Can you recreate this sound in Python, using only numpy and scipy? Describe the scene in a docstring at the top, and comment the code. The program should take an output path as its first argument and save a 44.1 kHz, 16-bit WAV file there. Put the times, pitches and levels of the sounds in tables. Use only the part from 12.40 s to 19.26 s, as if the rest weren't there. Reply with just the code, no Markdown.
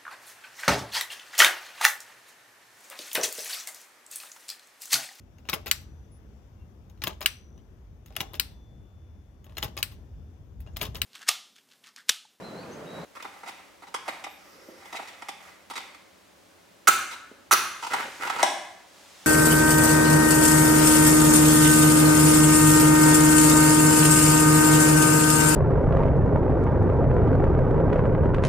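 """Outdoors, surf and a whistling bird are heard; then a quiet, echoing room with a cold stove.
A cardboard matchbox is handled and a wooden match is struck twice; the second stroke lights it.
The head sputters, the box is put down with a knock, and the flame hisses on.
Surf, flame and steady hiss are coloured noise; the bird is gliding tones.
Box and match are small knocks and slips that set resonances ringing, with echoes added."""
import sys
import numpy as np
from scipy import signal
from scipy.fft import rfft, irfft
from scipy.io import wavfile
from scipy.ndimage import uniform_filter1d

SR = 44100
rng = np.random.default_rng(int(sys.argv[2]) if len(sys.argv) > 2 else 0)


def waveform_to_disk(signal):
    """Save audio, clipped to [-1, 1], as 16-bit WAV at the path in sys.argv[1]."""
    frames = np.transpose(np.atleast_2d(signal))
    scaled = np.clip(frames, -1, 1) * 32767
    samples = np.round(scaled).astype(np.int16)
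    wavfile.write(sys.argv[1], SR, samples)


N = 302526
TIME = np.arange(N) / SR


def from_db(db):
    """Turn decibels into a plain gain."""
    return 10 ** (np.asarray(db) / 20)


def rms_one(x):
    """Scale a sound to an rms level of 1."""
    return x / np.sqrt(np.mean(x ** 2) + 1e-20)


def level(rows):
    """Gain over time, gliding between rows of (t/s, level/dB) and held before and after them."""
    return from_db(np.interp(TIME, *np.transpose(rows)))


def swells(rows, attack_s, release_s):
    """Gain over time of gestures (t/s, length/s, level/dB) that rise, hold and die away."""
    out = 0
    for s, length, db in rows:
        t = np.maximum(TIME - s, 0)
        rise = 1 - np.exp(-t / attack_s)
        fall = np.exp(-np.maximum(t - length, 0) / release_s)
        out = out + from_db(db) * rise * fall
    return out


def at_hz(points, hz):
    """Read a table of (f/Hz, value) between its points, on a log-frequency axis."""
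    freqs, values = np.transpose(points)
    return np.interp(np.log(hz + 1e-9), np.log(freqs), values)


def stereo_noise(colour, likeness, size):
    """Noise coloured by frequency; a shared part and an opposed part set how alike left and right are."""
    hz = np.fft.rfftfreq(size, 1 / SR)
    mid, side = rfft(rng.standard_normal((2, size)))
    alike = np.clip(at_hz(likeness, hz), -1, 1)
    pair = np.sqrt(1 + alike) * mid + np.sqrt(1 - alike) * side * [[1], [-1]]
    return rms_one(irfft(pair * from_db(at_hz(colour, hz)), size))


def glides(rows, tremble):
    """Short trembling tones (t/s, length/s, first f/Hz, last f/Hz, level/dB) that swell and fade."""
    out = np.zeros(N)
    for s, length, first_hz, last_hz, db in rows:
        unsteady = rms_one(uniform_filter1d(rng.standard_normal(N), size=64))
        along = np.clip((TIME - s) / length, 0, 1)
        pitch = (first_hz + (last_hz - first_hz) * along) * (1 + tremble * unsteady)
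        tone = np.sqrt(2) * np.sin(2 * np.pi * np.cumsum(pitch) / SR)
        out += from_db(db) * np.sin(np.pi * along) * tone
    return out


def resonate(x, modes):
    """Ring side-by-side resonances (f/Hz, width/Hz, level/dB) with alternating signs."""
    out = 0
    for k, (hz, width, db) in enumerate(modes):
        r = np.exp(-np.pi * width / SR)      # a wider resonance dies away faster
        poles = [1, -2 * r * np.cos(2 * np.pi * hz / SR), r * r]
        ring = (1 - r * r) / 2 * signal.lfilter([1, 0, -1], poles, x + 1e-18)
        out = out + (-1) ** k * from_db(db) * ring
    return out


def grains(per_s, spread_db, size):
    """Tiny slips of uneven strength and either direction at random moments."""
    strength = from_db(spread_db * np.minimum(rng.exponential(1, size), 4))
    return (rng.random(size) < per_s / SR) * strength * rng.choice([-1, 1], size)


def scrape(pressure, snap):
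    """A snap, then dense slips under the pressure; snap is the share of the first impact."""
    slips = grains(14000, 2.89, len(pressure)) * pressure
    for _ in range(3):      # the slips excite all pitches about evenly
        spectrum = rfft(slips)
        slips = irfft(spectrum / (abs(spectrum) + 1e-12), len(pressure)) * np.sqrt(pressure)
    share = np.clip(snap, 0, 1)
    force = np.sqrt(1 - share ** 2) * slips / np.sqrt(np.sum(slips ** 2) + 1e-20)
    force[0] -= share
    return force


def contacts(rows, box_modes, bright_modes, low_modes, snap, rise_s, release_s):
    """Each contact rings the box panels, the bright surface modes and the low hollow."""
    size = SR // 10
    t, out = np.arange(size) / SR, np.zeros(N + size)
    for s, length, box_hz, box_db, bright_db, thump_db in rows:
        press = 1 - np.exp(-(t + 1 / SR) / rise_s)      # pressure takes a moment to build
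        release = np.exp(-np.maximum(t - length, 0) / release_s)
        force = scrape(press * release, snap)
        box = [(ratio * box_hz, width, db) for ratio, width, db in box_modes]
        # every spot on the surface rings a little differently
        shifts = 1 + 0.1 * rng.uniform(-1.16, 1, len(bright_modes))
        bright = [(hz * shift, width, db) for (hz, width, db), shift in zip(bright_modes, shifts)]
        start, loud_part = int(s * SR), t < length + .005
        for modes, db in ((box, box_db), (bright, bright_db), (low_modes, thump_db)):
            # a small panel radiates little below its lowest mode
            low_edge = min(modes[0][0] * 0.96, SR / 4)
            low_cut = signal.butter(2, low_edge, "high", fs=SR, output="sos")
            ring = signal.sosfilt(low_cut, resonate(force, modes))
            loudness = np.sqrt(np.mean(ring[loud_part] ** 2) + 1e-20)
            out[start:start + size] += from_db(db) * ring / loudness
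    return out[:N]


# surf and town far below: (t/s, level/dB)
SURF = [(0, -41.5), (.5, -41.5), (.58, -38), (.648, -39), (.658, -100)]
# its balance of bass and treble: (f/Hz, level/dB)
SURF_COLOUR = [(20, -43), (50, -16), (100, -9.5), (165, 1.5), (300, -2), (560, 0), (800, -6.5),
               (1600, -12.5), (3000, -23), (5000, -28), (8000, -32.5), (16000, -46)]
# how alike left and right are: (f/Hz, likeness from -1 to 1)
SURF_LIKENESS = [(60, 0.88), (240, 0.91), (950, 0.68), (3770, 0.19), (15000, 0.89)]


def surf():
    """Far-off surf and town blend into one dull, wide rush of noise."""
    return level(SURF) * stereo_noise(SURF_COLOUR, SURF_LIKENESS, size=N)


# colour of the steady hiss: (f/Hz, level/dB)
HISS_COLOUR = [(15, -65), (25, -30), (49, -17), (97, -6), (127, -16.5), (195, -2), (229, -11.5), (277, -4),
               (335, -4.5), (476, -8.5), (560, -1.5), (659, -8.5), (1480, -12), (8140, -24), (16000, -30)]
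# how alike left and right are: (f/Hz, likeness from -1 to 1)
HISS_LIKENESS = [(60, 1), (180, 0.38), (550, 0.061), (1650, 0.3), (4970, 0.51), (15000, 0.53)]
HISS_DB = -56.5


def steady_hiss():
    """A faint noise of unchanging level lies under everything."""
    return from_db(HISS_DB) * stereo_noise(HISS_COLOUR, HISS_LIKENESS, size=N)


# two drawn-out bird whistles, each a list of: (t/s, f/Hz, level/dB)
WHISTLES = [
    [(.015, 3810, -64), (.048, 4145, -50.5), (.125, 3920, -60), (.18, 4210, -56), (.235, 4700, -60)],
    [(.465, 3750, -55), (.49, 3894, -56), (.58, 3850, -57), (.61, 3990, -63), (.645, 4290, -60)],
]


def whistles():
    """Thin gliding whistles whose pitch trembles slightly."""
    out = np.zeros(N)
    for whistle in WHISTLES:
        s, hz, db = np.transpose(whistle)
        tremble = rms_one(uniform_filter1d(rng.standard_normal(N), SR // 400))
        pitch = np.interp(TIME, s, hz) * (1 + 0.0094 * tremble)
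        gate = np.clip(np.minimum(TIME - s[0], s[-1] - TIME) / 0.0051, 0, 1)
        tone = np.sqrt(2) * np.sin(2 * np.pi * np.cumsum(pitch) / SR)
        out += gate * from_db(np.interp(TIME, s, db)) * tone
    return out


# house fronts throw the bird's song back: (delay t/s, level/dB)
WALL_ECHOES = [(0.03, -5.5), (.07, -12), (.125, -10), (.19, -15)]


def wall_echo(x):
    """Each house front returns a later, weaker copy of the sound."""
    return x + sum(from_db(db) * np.interp(TIME - delay_s, TIME, x, left=0) for delay_s, db in WALL_ECHOES)


# the bird's short chips: (t/s, length/s, first f/Hz, last f/Hz, level/dB)
CHIPS = [(.23, 0.012, 2670, 2300, -50.5), (.308, 0.043, 5840, 6700, -55), (.453, 0.0165, 2460, 3080, -56)]
OUTDOORS_END_S = .655


def bird():
    """Whistles and chips with their echoes, cut off where the outdoor scene ends."""
    song = whistles() + glides(CHIPS, tremble=0.011)
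    return wall_echo(song) * (TIME < OUTDOORS_END_S)


# how alike left and right are indoors: (f/Hz, likeness from -1 to 1)
ROOM_LIKENESS = [(100, 1), (500, 0.82), (1200, 0.73), (3000, 0.55), (6000, 0.6), (12000, 0.75)]
# time the echoes take to fall by 60 dB: (f/Hz, decay t/s)
ROOM_T60 = [(100, 0.99), (300, 0.61), (1500, 0.77), (5000, 0.63), (9000, 0.61), (15000, 0.34)]
# colour of the echoes at their start: (f/Hz, level/dB)
ROOM_COLOUR = [(100, 3), (400, -3), (800, -1.5), (1020, -0.5), (1400, 0.5), (1950, 4), (2600, 6.5),
               (6000, -0.5), (10000, -0.5), (15000, 3)]


def room_tail(build_s):
    """Diffuse echoes swell, then die away, each pitch range at its own pace."""
    t, hz = np.arange(SR) / SR, np.fft.rfftfreq(SR, 1 / SR)
    noise = rfft(stereo_noise(ROOM_COLOUR, ROOM_LIKENESS, size=SR))
    centres, tail = np.geomspace(100, 15000, 12), 0
    for centre, share in zip(centres, np.eye(len(centres))):
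        band = irfft(noise * at_hz(np.c_[centres, share], hz), SR)
        tail = tail + band * from_db(-60 * t / at_hz(ROOM_T60, centre))
    tail = tail * (1 - np.exp(-(t / build_s) ** 2))
    return tail / np.sqrt(np.sum(tail ** 2) / 2)


def near_echoes(decay_s):
    """The stove front and the floor scatter sound into each channel differently."""
    t = np.arange(SR // 16) / SR
    colour = [(200, -26), (1000, -7.0), (2500, -1.5), (5000, -7.0), (14000, -6.5)]      # (f/Hz, level/dB)
    likeness = [(200, 0.38), (2500, -0.29), (8000, 0.4)]      # (f/Hz, likeness)
    scatter = stereo_noise(colour, likeness, size=len(t))
    scatter = scatter * np.exp(-t / decay_s) * (1 - np.exp(-t / 0.001))
    return scatter / np.sqrt(np.sum(scatter ** 2) / 2)


def in_room(x, near, tail, near_db, tail_db, pan_db):
    """Direct sound plus near reflections and the room's tail; positive pan leans to the left."""
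    echoes = from_db(tail_db) * tail
    echoes[:, :near.shape[1]] += from_db(near_db) * near
    direct = x * from_db([[pan_db / 2], [-pan_db / 2]])
    return direct + signal.fftconvolve(x[None], echoes, axes=1)[:, :N]


# cloth brushes softly: (t/s, length/s, level/dB)
SLEEVE = [(2.05, 0.28, -54.5)]
SLEEVE_ATTACK_S, SLEEVE_RELEASE_S = 0.094, 0.076


def rustle(sliding):
    """Skin drags over cardboard; cloth brushes at a lower pitch."""
    skin = resonate(grains(1700, 1.6, size=N), [(824, 620, -4), (2110, 670, -5.5), (4760, 4300, -16.0)])
    cloth = resonate(grains(1200, 4.7, size=N), [(326, 84, 0), (530, 81, 0)])
    brushing = swells(SLEEVE, SLEEVE_ATTACK_S, SLEEVE_RELEASE_S)
    return sliding * rms_one(skin) + brushing * rms_one(cloth)


# sliding fingers catch now and then; levels are relative to the slide
CATCHES_PER_S, CATCH_S, CATCH_HZ = 16, 0.0071, 847
CATCH_BOX_DB, CATCH_SCRATCH_DB, CATCH_SPREAD_DB = 0, -6.5, 7


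def catches(sliding, count):
    """Contacts at random moments, with strengths that vary around that of the slide."""
    rows, s = [], 0
    for wait, box, scratch in rng.random((count, 3)):
        s += 2 * wait / CATCHES_PER_S
        slide_db = 20 * np.log10(np.interp(s, TIME, sliding) + 1e-9)
        if s < TIME[-1] and slide_db > -75:      # fingers at rest do not catch
            box_db = slide_db + CATCH_BOX_DB + CATCH_SPREAD_DB * (2 * box - 1)
            scratch_db = slide_db + CATCH_SCRATCH_DB + CATCH_SPREAD_DB * (2 * scratch - 1)
            rows.append((s, CATCH_S, CATCH_HZ, box_db, scratch_db))
    return rows


# the tray glides out of its sleeve with a soft hiss: (t/s, length/s, level/dB)
TRAY = [(1.93, .45, -60.5)]
# resonances of that hiss: (f/Hz, width/Hz, level/dB)
TRAY_MODES = [(1090, 610, 3.5), (2160, 1150, -2), (5200, 1000, 0), (12100, 1100, -11)]
# the tray squeaks faintly in its sleeve: (t/s, length/s, first f/Hz, last f/Hz, level/dB)
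SQUEAKS = [(1.85, .14, 12500, 13100, -67), (2.03, .14, 15600, 14200, -73), (2.23, 0.11, 14000, 12400, -70),
           (2.42, 0.12, 13900, 13100, -74)]


def tray():
    """The tray rubs along its sleeve: dense slips hiss and thin high tones squeak."""
    hiss = rms_one(resonate(grains(6000, 2.9, size=N), TRAY_MODES))
    return swells(TRAY, attack_s=0.039, release_s=0.034) * hiss + glides(SQUEAKS, tremble=0.0063)


# dull bumps of the hand on the box: (t/s, length/s, level/dB)
BUMPS = [(2.285, .01, -45), (4.914, 0.0084, -47), (5.651, .005, -45), (5.675, 0.0069, -42),
         (5.799, .006, -44), (5.962, 0.0055, -42)]
# hollow of the box in the hand: (f/Hz, width/Hz, level/dB)
THUMP_MODES = [(204, 63, -6.5), (291, 88, 3.5), (398, 292, 2), (590, 315, -0.5)]


def bumps():
    """The soft hand sounds only the hollow of the box."""
    hollow = rms_one(resonate(grains(6000, 3.0, size=N), THUMP_MODES))
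    return swells(BUMPS, attack_s=0.0011, release_s=0.0079) * hollow


# fingers slide over the box: (t/s, length/s, level/dB)
SLIDES = [(.73, 0.37, -58), (1.06, 0.18, -66.5), (1.64, 0.067, -48), (2.36, 0.25, -55), (2.52, 0.38, -59.5),
          (2.98, 0.093, -55), (3.3, 0.15, -56)]
SLIDE_ATTACK_S, SLIDE_RELEASE_S = .03, .09
# fingers and matches touch the box: (t/s, length/s, box f/Hz, box level/dB, scratch level/dB)
TOUCHES = [(.752, 0.01, 1200, -47.5, -53), (.766, 0.0067, 1190, -43.5, -53), (.8, 0.0067, 1300, -46.5, -54),
           (.8245, .003, 1070, -46, -42), (.846, .008, 965, -37.5, -51), (1.033, .005, 920, -42.5, -55),
           (1.061, 0.016, 804, -44, -51.5), (1.077, 0.0212, 910, -43.5, -45),
           (1.422, 0.0203, 900, -48, -57.5), (1.47, 0.017, 920, -51.5, -55),
           (1.542, 0.0071, 1087, -30.5, -34), (1.562, 0.0018, 1100, -47, -40.5),
           (1.668, 0.01, 930, -45, -60), (1.68, 0.012, 746, -32.5, -39), (1.84, 0.006, 870, -39.5, -40),
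           (1.865, .006, 775, -39.5, -55), (2.456, 0.0047, 880, -47.5, -51.5),
           (2.527, 0.0044, 830, -39.5, -42), (2.542, 0.0096, 810, -38, -50), (2.556, .017, 810, -47, -41.5),
           (2.591, 0.008, 792, -37.5, -60), (2.675, 0.018, 960, -53, -48), (2.821, 0.0046, 860, -40.5, -46),
           (2.8855, 0.0065, 844, -36, -37.5), (3.3, .016, 937, -39.5, -43),
           (3.335, 0.005, 1030, -47, -46.5), (3.356, 0.013, 1170, -41.5, -39),
           (3.375, 0.0076, 1060, -39.5, -37.5), (3.402, .0045, 834, -48, -47),
           (3.545, 0.0044, 1190, -52.5, -52), (4.712, 0.031, 1030, -47.5, -44)]
TOUCH_THUMP_DB = -10   # the hollow of the box, relative to its panels
# resonances of the loosely held box: (multiple of box f, width/Hz, level/dB)
LOOSE_MODES = [(.76, 224, -2.5), (.94, 151, 5), (1.5, 430, -6.5), (2.25, 657, -11.5)]
# resonances of lightly scratched cardboard: (f/Hz, width/Hz, level/dB)
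SCRATCH_MODES = [(2097, 470, 6), (3610, 233, 2), (4640, 840, -4.5), (8200, 3600, -10.5),
                 (13100, 4500, -19.5)]


def handling():
    """The box is turned and opened: touches, bumps, sliding fingers and a squeaking tray."""
    sliding = swells(SLIDES, SLIDE_ATTACK_S, SLIDE_RELEASE_S)
    touches = [(s, length, hz, db, scratch_db, db + TOUCH_THUMP_DB)
               for s, length, hz, db, scratch_db in list(TOUCHES) + catches(sliding, count=100)]
    clicks = contacts(touches, LOOSE_MODES, SCRATCH_MODES, THUMP_MODES,
                      snap=0.4, rise_s=0.00061, release_s=0.0023)
    return clicks + bumps() + rustle(sliding) + tray()


# the match is drawn along the strip:
# (t/s, length/s, force level/dB, box f/Hz, judder f/Hz, judder level/dB, judder length/s)
STRIKES = [(4.472, .015, -.5, 1326, 1479, -14.5, 0.0087), (5.11, .027, -2, 1263, 1213, -21.5, 0.029)]
# the box rings on after a stroke: level relative to the judder, and time to fall by 60 dB
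RING_DB, RING_T60_S = -17.5, 0.62


def judder(release_s, wobble):
    """The head catches and lets go in quick cycles, so the stroke has a brief pitch that rings on."""
    out, t = np.zeros(N), np.arange(SR) / SR
    for s, _, _, _, hz, db, length in STRIKES:
        grip = (1 - np.exp(-t * hz)) * np.exp(-np.maximum(t - length, 0) / release_s)
        unsteady = rms_one(uniform_filter1d(rng.standard_normal(len(t)), size=64))
        phase = 2 * np.pi * np.cumsum(hz * (1 + wobble * unsteady * grip)) / SR
        ring_decay = np.exp(-np.log(1000) * t / RING_T60_S)
        ring = (1 - np.exp(-t / length)) * from_db(RING_DB) * ring_decay
        tone = np.sqrt(2) * (grip + ring) * np.sin(phase)
        out[int(s * SR):int(s * SR) + len(t)] += from_db(db) * tone
    return out


# each stroke bites, drags, tears free and trails off; levels are relative to its force:
# (start and length as shares of the stroke, box level/dB, rasp level/dB, thump level/dB)
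STROKE_PHASES = [(0, 0.077, -12, -24.5, -43), (.22, 0.367, -16, -15.5, -37),
                 (0.599, .37, -16.5, -13.5, -25.5), (1.12, 0.11, -15.5, -37, -33.5)]
# resonances of the box gripped for striking: (multiple of box f, width/Hz, level/dB)
GRIPPED_MODES = [(.64, 218, -6.5), (.85, 230, -3.5), (1.0, 109, 3), (1.17, 200, -4), (1.55, 503, -14.5)]
# resonances of the scraped stick and strip: (f/Hz, width/Hz, level/dB)
RASP_MODES = [(2350, 370, -1.5), (4070, 940, -3.5), (4800, 460, -1), (5760, 130, 5), (6640, 770, 0.5),
              (7400, 1500, -2), (10280, 1750, -5), (14500, 1000, -9.5)]
# the hand and box jolted by a stroke: (f/Hz, width/Hz, level/dB)
JOLT_MODES = [(87, 45, -11), (214, 25, -0.5), (358, 76, 4), (545, 730, -6)]


def strikes():
    """Both strokes scrape through the same phases, the second more slowly."""
    jerks = [(s + start * length, share * length, box_hz, db + box_db, db + rasp_db, db + thump_db)
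             for s, length, db, box_hz, *_ in STRIKES
             for start, share, box_db, rasp_db, thump_db in STROKE_PHASES]
    rasp = contacts(jerks, GRIPPED_MODES, RASP_MODES, JOLT_MODES,
                    snap=.3, rise_s=0.00045, release_s=0.0035)
    return rasp + judder(release_s=0.0025, wobble=.014)


# hiss of the flame: (t/s, level/dB)
FLAME = [(5.2, -67), (5.45, -45.5), (5.9, -49), (6.3, -58), (6.45, -59.5), (6.6, -54), (6.75, -53),
         (6.86, -50.5)]
# its balance of bass and treble: (f/Hz, level/dB)
FLAME_COLOUR = [(100, -31), (700, 0), (1300, -3), (2700, -3), (4200, -3.5), (7000, -5.5), (11000, -14),
                (16000, -22)]


def flame():
    """The flame is noise that flares up, sinks and grows again."""
    return level(FLAME) * stereo_noise(FLAME_COLOUR, ROOM_LIKENESS, size=N)


# the head flares up and sputters: (t/s, length/s, level/dB)
SPUTTER = [(5.5, 0.12, -36), (5.795, 0.035, -36.5), (5.83, .15, -40), (5.98, 0.053, -36)]
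FLARE_ATTACK_S, FLARE_RELEASE_S = 0.0083, 0.027
# the loudest pops of the burning head: (t/s, length/s, level/dB)
POPS = [(5.425, 0.003, -34), (5.434, 0.0016, -32), (5.445, 0.0045, -34.5), (5.466, 0.0041, -31.5),
        (5.534, 0.0067, -23.5), (5.551, 0.0043, -40), (5.619, 0.0036, -52), (5.819, 0.005, -36),
        (5.872, .005, -31), (5.898, 0.0037, -26), (5.961, 0.0037, -34), (5.984, 0.0046, -32),
        (5.997, 0.0127, -31)]
POP_HZ, POP_FIZZ_DB, POP_THUMP_DB = 973, -5.5, -19   # pitch of a pop; its treble and bass, relative to it
# the fizz of a pop: (f/Hz, width/Hz, level/dB)
FIZZ_MODES = [(2120, 570, 7.5), (3350, 970, -0.5), (4600, 950, -3), (7800, 3300, -9.5)]


def sputter():
    """Small bursts of gas break out of the burning head, a few of them loud."""
    gas_modes = [(340, 190, -6.5), (924, 220, -1), (1440, 200, 0.5), (2050, 700, -7.0), (6000, 11000, -25.5)]
    small = resonate(grains(450, 2.8, size=N), gas_modes)
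    pops = [(s, length, POP_HZ, db, db + POP_FIZZ_DB, db + POP_THUMP_DB) for s, length, db in POPS]
    loud = contacts(pops, LOOSE_MODES, FIZZ_MODES, THUMP_MODES, snap=0.34, rise_s=0.001, release_s=0.0035)
    return swells(SPUTTER, FLARE_ATTACK_S, FLARE_RELEASE_S) * rms_one(small) + loud


# the box is put down and rebounds:
# (t/s, length/s, box f/Hz, box level/dB, crack level/dB, thump level/dB)
KNOCK = [(6.0296, 0.00271, 836, -14, -21, -28.5), (6.041, 0.0029, 870, -24, -43, -34)]
# resonances of the box meeting a hard surface: (multiple of box f, width/Hz, level/dB)
KNOCK_MODES = [(.62, 119, -2.5), (.76, 150, 0), (.97, 128, 5), (1.13, 120, 2.5), (2.0, 545, -11.5)]
# the crack of that landing: (f/Hz, width/Hz, level/dB)
CRACK_MODES = [(1950, 380, -26), (3860, 620, 3), (5260, 820, 6), (9500, 1950, 1), (13500, 4700, -12)]


def knock():
    """The box lands mostly as one sharp impact, then a weaker one from the rebound."""
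    return contacts(KNOCK, KNOCK_MODES, CRACK_MODES, THUMP_MODES, snap=0.8, rise_s=0.00049, release_s=0.0037)


def scene():
    """The view outdoors, then the match at the stove."""
    outdoors = surf() + bird()
    near, tail = near_echoes(decay_s=0.011), room_tail(build_s=0.021)
    indoors = in_room(handling() + sputter(), near, tail, near_db=0.45, tail_db=-5.5, pan_db=-2.5)
    indoors += from_db(-3.0) * in_room(strikes(), near, tail, near_db=-2.5, tail_db=-4.5, pan_db=-3.0)
    indoors += from_db(-1.1) * in_room(knock(), near, tail, near_db=0, tail_db=-1.6, pan_db=2.5)
    return outdoors + indoors + flame() + steady_hiss()


CUTOFF_HZ = 16000


def record(dry):
    """The treble above the cutoff is removed steeply."""
    return signal.sosfilt(signal.ellip(10, .1, 80, CUTOFF_HZ, fs=SR, output="sos"), dry)


dry = scene()
out = record(dry)
waveform_to_disk(out)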